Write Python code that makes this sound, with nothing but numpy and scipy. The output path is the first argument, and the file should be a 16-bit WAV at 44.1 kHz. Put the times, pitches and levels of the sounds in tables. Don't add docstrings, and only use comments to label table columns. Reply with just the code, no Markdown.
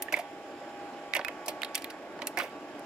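import sys
import numpy as np
from scipy import signal
from scipy.fft import rfft, irfft, next_fast_len
from scipy.io import wavfile
from scipy.ndimage import uniform_filter1d

SR = 44100
rng = np.random.default_rng(int(sys.argv[2]) if len(sys.argv) > 2 else 0)


def unload_audio(sound):
    columns = np.transpose(np.atleast_2d(sound))
    steps = np.round(np.clip(columns, -1, 1) * 32767)
    wavfile.write(sys.argv[1], SR, steps.astype(np.int16))


def rack_gain(trim_db):
    fader = np.asarray(trim_db, float)
    return 10 ** (fader / 20)


N = 125685

# (frequency [Hz], density [dB per Hz])
AIR_COLOUR = [(15, -80), (25, -36), (318, -6.5), (761, -4.5), (824, -7.5), (966, -12.5), (1160, -14),
              (14000, -44.5)]
# (frequency [Hz], width [Hz], lift [dB])
DUCT_RESONANCES = [(265, 32, -2), (312, 101, 10.5), (620.3, 47, 9), (1585, 410, 5.5), (3060, 1070, 5.5),
                   (5160, 480, 6), (7200, 430, 9)]
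# (time [s], speed [turns/s])
SHAFT_SPEED = [
    (0, 46.7),
    (.25, 47.4),
    (1.2, 47.4),
    (1.35, 46.9),
    (1.6, 46.7),
    (1.75, 47),
    (2, 46.2),
    (2.15, 46.8),
    (2.4, 46.9),
    (2.55, 47.4),
]
# (shaft order, mains sideband, idle level [dB], loaded level [dB])
MOTOR_TONES = [(15, 0, -61, -60), (18, 0, -66, -52), (19, 0, -63, -63), (24, 0, -57, -60),
               (15, 1, -50, -60)]
# (time [s], peak [dB], chatter t60 [s], centre [Hz])
STEEL_TICKS = [(.0218, -19.5, 0.028, 9300), (.1241, -32, 0.023, 11700), (.129, -32, 0.077, 7940),
               (.1404, -40, .012, 8000), (.1645, -39, 0.053, 10300), (.188, -38, 0.084, 10000),
               (1.1363, -35, 0.0076, 11000), (1.147, -28, 0.035, 9800), (1.1635, -28.5, 0.034, 9000),
               (1.1907, -51, 0.026, 5860), (1.2473, -33.5, 0.02, 11200), (1.2822, -32, 0.013, 12000),
               (1.4596, -37, 0.053, 9700), (1.4815, -24.5, 0.06, 10100), (1.6187, -33.5, 0.013, 7000),
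               (1.6318, -35, 0.017, 6100), (1.6464, -33.5, 0.014, 7460), (1.7458, -37, 0.0079, 7100),
               (1.7520, -18, 0.022, 6450), (1.7765, -32.5, 0.031, 10700), (1.8205, -35.5, 0.015, 8800),
               (1.8427, -28, 0.012, 12200), (1.9022, -40.5, 0.034, 8260), (2.2184, -46, 0.05, 6400),
               (2.2697, -20.5, 0.029, 8600), (2.3725, -28, 0.016, 11900)]
# (time [s], peak [dB], chatter t60 [s], centre [Hz])
GATE_SETTLING = [
    (2.377, -38, 0.25, 8900),
    (2.387, -23.5, 0.0064, 7440),
    (2.434, -40, 0.064, 13800),
    (2.794, -43, 0.0062, 5960),
]
# (time [s], peak [dB], chatter t60 [s], centre [Hz])
LEVER_CLACKS = [(.0225, -30, 0.023, 2750), (.0832, -39, 0.029, 1770), (0.1235, -25, 0.12, 2030),
                (0.1622, -31.5, 0.11, 2210), (0.188, -36.5, 0.12, 2220), (1.150, -19.5, 0.069, 2010),
                (1.1640, -23, 0.037, 2370), (1.1907, -30.5, 0.022, 1500), (1.212, -33, 0.021, 2440),
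                (1.2477, -21.5, 0.0071, 1740), (1.282, -24.5, 0.023, 1970), (1.481, -29, 0.084, 2640),
                (1.6468, -30.5, 0.013, 3000), (1.7458, -31, 0.031, 2250), (1.7512, -24, 0.049, 2840),
                (1.7755, -35.5, 0.067, 2300), (1.8430, -31, 0.022, 2500), (2.1900, -32, 0.022, 1520),
                (2.218, -30.5, 0.039, 2500), (2.2700, -31, 0.03, 2460), (2.3725, -24.5, 0.069, 1960),
                (2.3875, -25, 0.071, 2300), (2.3976, -23, 0.068, 1630), (2.4104, -31.5, 0.19, 2260),
                (2.4353, -38, 0.21, 2070)]
# (time [s], peak [dB], chatter t60 [s], centre [Hz])
LEVER_TAPS = [(.0835, -34, 0.011, 1790), (.1717, -31, 0.014, 1950), (.195, -37, 0.0091, 2540),
              (1.899, -43, .005, 2800), (1.9035, -43.5, 0.015, 2110), (1.8205, -41, 0.018, 2730),
              (2.3722, -27.5, 0.0081, 1920), (2.4005, -22, 0.0052, 1380), (2.411, -29, 0.011, 2300)]
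# (time [s], peak [dB], chatter t60 [s], centre [Hz])
LINK_RATTLES = [(.1238, -35.5, .03, 5570), (.1275, -36, 0.024, 5000), (.1328, -37, 0.07, 3900),
                (.165, -52, .07, 4540), (.188, -46, .03, 5200), (.197, -47, .08, 4700),
                (1.150, -35, .05, 5000), (1.1635, -32.5, 0.034, 5230), (1.191, -38, 0.033, 4470),
                (1.2472, -34, 0.016, 4470), (1.2818, -40.5, 0.021, 4730), (1.4598, -40.5, 0.048, 4730),
                (1.4812, -29, .02, 5800), (1.487, -33, 0.053, 4400), (1.6465, -38.5, 0.025, 4400),
                (1.7458, -28.5, 0.018, 4840), (1.7762, -36, .04, 4350), (1.8202, -40, 0.038, 4670),
                (1.8425, -35, 0.012, 3600), (1.902, -39.5, 0.035, 4500), (2.190, -46, .015, 4400),
                (2.2184, -37, 0.035, 4700), (2.270, -33.5, 0.031, 4400), (2.3722, -34, .04, 5460),
                (2.3875, -31, 0.012, 4940), (2.395, -42, .1, 4400), (2.435, -47, .06, 5200)]
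# (time [s], peak [dB], chatter t60 [s])
HOUSING_THUDS = [(0.125, -31, 0.035), (0.132, -26, 0.058), (0.168, -30.5, 0.093), (0.193, -41, 0.022),
                 (1.149, -31, 0.049), (1.164, -25.5, 0.065), (1.193, -25, 0.022), (1.216, -32, 0.025),
                 (1.287, -31, 0.065), (1.467, -32, 0.029), (1.48, -29, 0.023), (2.19, -33.5, 0.15),
                 (2.218, -32, 0.097), (2.373, -25, 0.057), (2.383, -28.5, 0.14), (2.418, -34.5, 0.052),
                 (2.437, -32.5, 0.087)]
# (time [s], peak [dB])
CASE_JOLTS = [
    (0.129, -46),
    (1.249, -49),
    (1.281, -50),
    (2.375, -48),
]
# (time [s], peak [dB], chatter t60 [s], centre [Hz])
LEVER_KNOCKS = [
    (.1395, -14, 0.011, 2191),
    (1.1358, -19.5, 0.0048, 2090),
    (1.1360, -22, 0.0054, 3960),
    (1.6180, -26, 0.013, 2820),
    (1.6314, -22.5, 0.007, 1960),
    (1.6320, -23.5, 0.0077, 3960),
]
# (time [s], peak [dB], chatter t60 [s], centre [Hz])
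PANEL_BOOMS = [
    (.192, -27, .02, 693),
    (1.2655, -37, 0.0045, 990),
    (1.478, -32.5, 0.035, 557),
    (1.482, -35.5, 0.027, 794),
    (1.4915, -31.5, 0.025, 596),
    (2.383, -30, 0.014, 683),
    (2.421, -28.5, .015, 648),
]
# (start [s], stop [s], pitch [Hz], level [dB], t60 [s])
SPRING_RING = (1.249, 1.283, 2520, -32.5, .14)
# (frequency [Hz], level [dB])
STEEL_MODES = [(4700, -5), (5700, -2), (7000, 1), (7900, 0), (9050, 2), (10300, -2), (11750, 2), (13200, 1),
               (14800, -4), (15700, -20)]
# (frequency [Hz], level [dB])
PLASTIC_MODES = [(1240, 0), (1470, 0.026), (1800, 0.0038), (2050, 0.041), (2250, 0), (2550, 0), (2850, 0),
                 (3300, 0), (3800, 0), (4400, 0)]
# (frequency [Hz], level [dB])
HOUSING_MODES = [(340, 4.5), (520, 1), (600, 5), (700, 3), (790, 0), (950, 0), (1050, -7)]
LINK_MODES = [3300, 3624, 4055, 4400, 4770, 5190, 5655, 5950, 6570]
# (frequency [Hz], t60 [s])
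ROOM_DECAY = [(300, 0.44), (15000, 0.17)]
# (frequency [Hz], side minus mid [dB])
STEADY_WIDTH = [(60, 0), (180, -16), (550, -18.5), (1650, -5), (4970, 0.5), (15000, 0)]
# (frequency [Hz], left minus right [dB])
STEADY_LEAN = [(60, -1.5), (150, -0.5), (380, -0.5), (950, -1.5), (2380, -6), (5980, 1), (15000, -0.5)]
# (frequency [Hz], side minus mid [dB])
HIT_WIDTH = [(60, -21), (240, -45), (950, -8), (3770, -2), (15000, -0.5)]
# (frequency [Hz], left minus right [dB])
HIT_LEAN = [(150, -1), (500, -0.5), (1000, -3.5), (2200, -10), (4000, -1.5), (8000, -3.5), (15000, 0.5)]

AIR_DB = -44.8
IDLE_HZ, LOAD_SAG_HZ, MAINS_BEAT_HZ = 47.4, .5, 100
WHINE_DB, WAVER_DB, WAVER_RAD = -75.5, 3.5, .15
FIRST_BLOW = 4.16
RING_DB, RING_LONGER, RING_ABOVE_HZ = 5, 9, 8500
BOUNCE_DB, BOUNCE_S = 3.5, .0015
JOLT_S = .0019
ROOM_DB = -19.5
DIRECT_SHARE = .55


def evened(x):
    return x / np.sqrt(np.mean(x ** 2) + 1e-20)


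def read(points, hz):
    f, value = np.transpose(points)
    return np.interp(np.log(hz + 1), np.log(f + 1), value)


def drift(rate_hz):
    t = np.arange(N) / SR
    rates = np.geomspace(.3, rate_hz, num=12)
    return evened(sum(np.sin(2 * np.pi * (f * t + rng.random())) / np.sqrt(f) for f in rates))


def stereo(mid, side, width_table, lean_table):
    hz = np.fft.rfftfreq(N, 1 / SR)
    m = rfft(mid)
    s = rfft(side) * rack_gain(read(width_table, hz))
    lean = read(lean_table, hz) / 2
    return irfft(np.array([(m + s) * rack_gain(lean), (m - s) * rack_gain(-lean)]), N)


def fan_air(patchy_db=1.2, swell_db=.35, flicker_db=.8):
    frames, hz = N // 256 + 5, np.fft.rfftfreq(1024, 1 / SR)
    a, b, c, d, patches = rng.standard_normal((frames, 513, 5)).T
    patches = uniform_filter1d(patches, size=14, axis=0)
    patches = evened(uniform_filter1d(patches, size=10, axis=1))
    swell = np.interp(np.arange(frames) * 256, np.arange(N), drift(4.74))
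    flicker = rng.standard_normal(frames) * (hz[:, None] > 2000)
    duct = sum(db / (1 + (2 * (hz - f) / w) ** 2) for f, w, db in DUCT_RESONANCES)
    colour = read(AIR_COLOUR, hz) + duct - 30 * (hz > 14300)
    level = colour[:, None] + patchy_db * patches + swell_db * swell + flicker_db * flicker
    z = np.array([a + 1j * b, c + 1j * d]) * rack_gain(level)
    air = signal.istft(z, nperseg=1024, noverlap=768)[1][:, :N]
    return rack_gain(AIR_DB) * evened(air)


def motor():
    t = np.arange(N) / SR
    speed = np.interp(t, *np.transpose(SHAFT_SPEED))
    load = np.clip((IDLE_HZ - speed) / LOAD_SAG_HZ, 0, 1)
    turns = np.cumsum(speed + .04 * drift(3)) / SR
    whine = [(order, 0, WHINE_DB, WHINE_DB) for order in range(30, 56)]
    wavers = [drift(14) for _ in range(4)]
    out = np.zeros((2, N))
    for k, (order, sideband, idle_db, load_db) in enumerate(list(MOTOR_TONES) + whine):
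        cycles = order * turns + sideband * MAINS_BEAT_HZ * t + rng.random()
        angle = 2 * np.pi * cycles + WAVER_RAD * wavers[(k + 1) % 4]
        level_db = idle_db + (load_db - idle_db) * load + WAVER_DB * wavers[k % 4]
        out += np.sqrt(2) * rack_gain(level_db) * np.array([np.sin(angle), np.cos(angle)])
    return out


def strikes(rows, modes, sharpness, spread, rise_s, grit_db):
    size = 8192
    out = np.zeros((2, N + size))
    t, hz = np.arange(size) / SR, np.fft.rfftfreq(size, 1 / SR)
    mode_hz, mode_db = np.transpose(modes)
    column_hz = mode_hz[:, None]
    off = 1j * sharpness * (hz ** 2 - column_hz ** 2) / column_hz
    core = rack_gain(RING_DB) * (column_hz > RING_ABOVE_HZ) * hz / (hz + RING_LONGER * off)
    shapes = hz / (hz + off) + core
    for s, db, t60, centre_hz in rows:
        draw = rng.standard_normal((3, size))
        sign = rng.choice([-1, 1], (2, len(modes)))
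        clumps = evened(uniform_filter1d(draw[2], size=round(BOUNCE_S * SR)))
        clumps = clumps * np.minimum(t / BOUNCE_S / 10, 1)
        level_db = grit_db * draw[2] + BOUNCE_DB * clumps - 60 * t / t60
        chatter = draw[:2] * rack_gain(level_db) * np.minimum(t / rise_s, 1)
        chatter[:, round(rise_s * SR)] += FIRST_BLOW
        excited_db = mode_db - 10 * (np.log(mode_hz / centre_hz) / spread) ** 2
        body = (sign * rack_gain(excited_db)) @ shapes
        softness = (1 + 1j * hz / (3.1 * centre_hz)) ** 2
        sound = irfft(rfft(chatter) * body / softness, size)
        at = round(s * SR)
        out[:, at:at + size] += rack_gain(db) * sound / abs(sound).max(axis=1, keepdims=True)
    return out[:, :N]


def steel_ticks():
    return strikes(list(STEEL_TICKS) + list(GATE_SETTLING), STEEL_MODES, 10., .9, .0008, 3.5)


def lever_clacks():
    return strikes(LEVER_CLACKS, PLASTIC_MODES, 12., .45, .0008, 4.)


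def room(x):
    taps = np.zeros((2, SR // 2))
    at = np.arange(200, SR // 2 - 20, 20)
    at = at + rng.integers(0, 20, (2, len(at)))
    taps[[[0], [1]], at] = rng.choice([-1., 1.], at.shape)
    hz, t, z = signal.stft(taps, SR, nperseg=256)
    decay = rack_gain(-60 * t / read(ROOM_DECAY, hz)[:, None])
    tail = signal.istft(z * decay, SR, nperseg=256)[1]
    return signal.fftconvolve(x, tail / np.linalg.norm(tail[0]), axes=1)[:, :N]


def lever_taps():
    return strikes(LEVER_TAPS, PLASTIC_MODES, 18., .12, .0008, 3.)


def link_rattles():
    return strikes(LINK_RATTLES, [(hz, 0) for hz in LINK_MODES], 22., .3, .0005, 5.)


def housing_thuds():
    return strikes([(*row, 650) for row in HOUSING_THUDS], HOUSING_MODES, 9., .89, .00134, 1.25)


def case_jolts():
    t, out = np.arange(N) / SR, np.zeros((2, N))
    for s, db in CASE_JOLTS:
        u = np.clip((t - s) / JOLT_S, 0, 40)
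        out += rack_gain(db) * np.e * u * (2 - u) * np.exp(-2 * u)
    return out


def lever_knocks():
    return strikes(LEVER_KNOCKS, PLASTIC_MODES, 18., .12, .0012, 3.)


def panel_booms():
    return strikes(PANEL_BOOMS, HOUSING_MODES, 12., .1, .002, 1.5)


def spring():
    start, stop, hz, db, t60 = SPRING_RING
    t = np.arange(N) / SR - start
    fade_in = np.clip(t / .002, 0, 1)
    damping = np.clip((stop - start - t) / .0043, 0, 1)
    ring = rack_gain(db - 60 * abs(t) / t60) * fade_in * damping
    angle = 2 * np.pi * hz * t
    return ring * np.array([np.sin(angle), np.cos(angle)])


def scene():
    steady = stereo(*(fan_air() + motor()), STEADY_WIDTH, STEADY_LEAN)
    parts = steel_ticks() + lever_clacks() + lever_taps() + link_rattles() + housing_thuds()
    parts += case_jolts() + lever_knocks() + panel_booms() + spring()
    mid, side = parts + rack_gain(ROOM_DB) * room(parts)
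    turned_mid = signal.hilbert(mid, next_fast_len(N))[:N].imag
    side = DIRECT_SHARE * turned_mid + np.sqrt(1 - DIRECT_SHARE ** 2) * side
    return stereo(mid, side, HIT_WIDTH, HIT_LEAN) + steady


def low_pass(x):
    return signal.sosfilt(signal.butter(12, 16820, fs=SR, output="sos"), x)


def record(dry):
    return low_pass(dry)


dry = scene()
out = record(dry)
unload_audio(out)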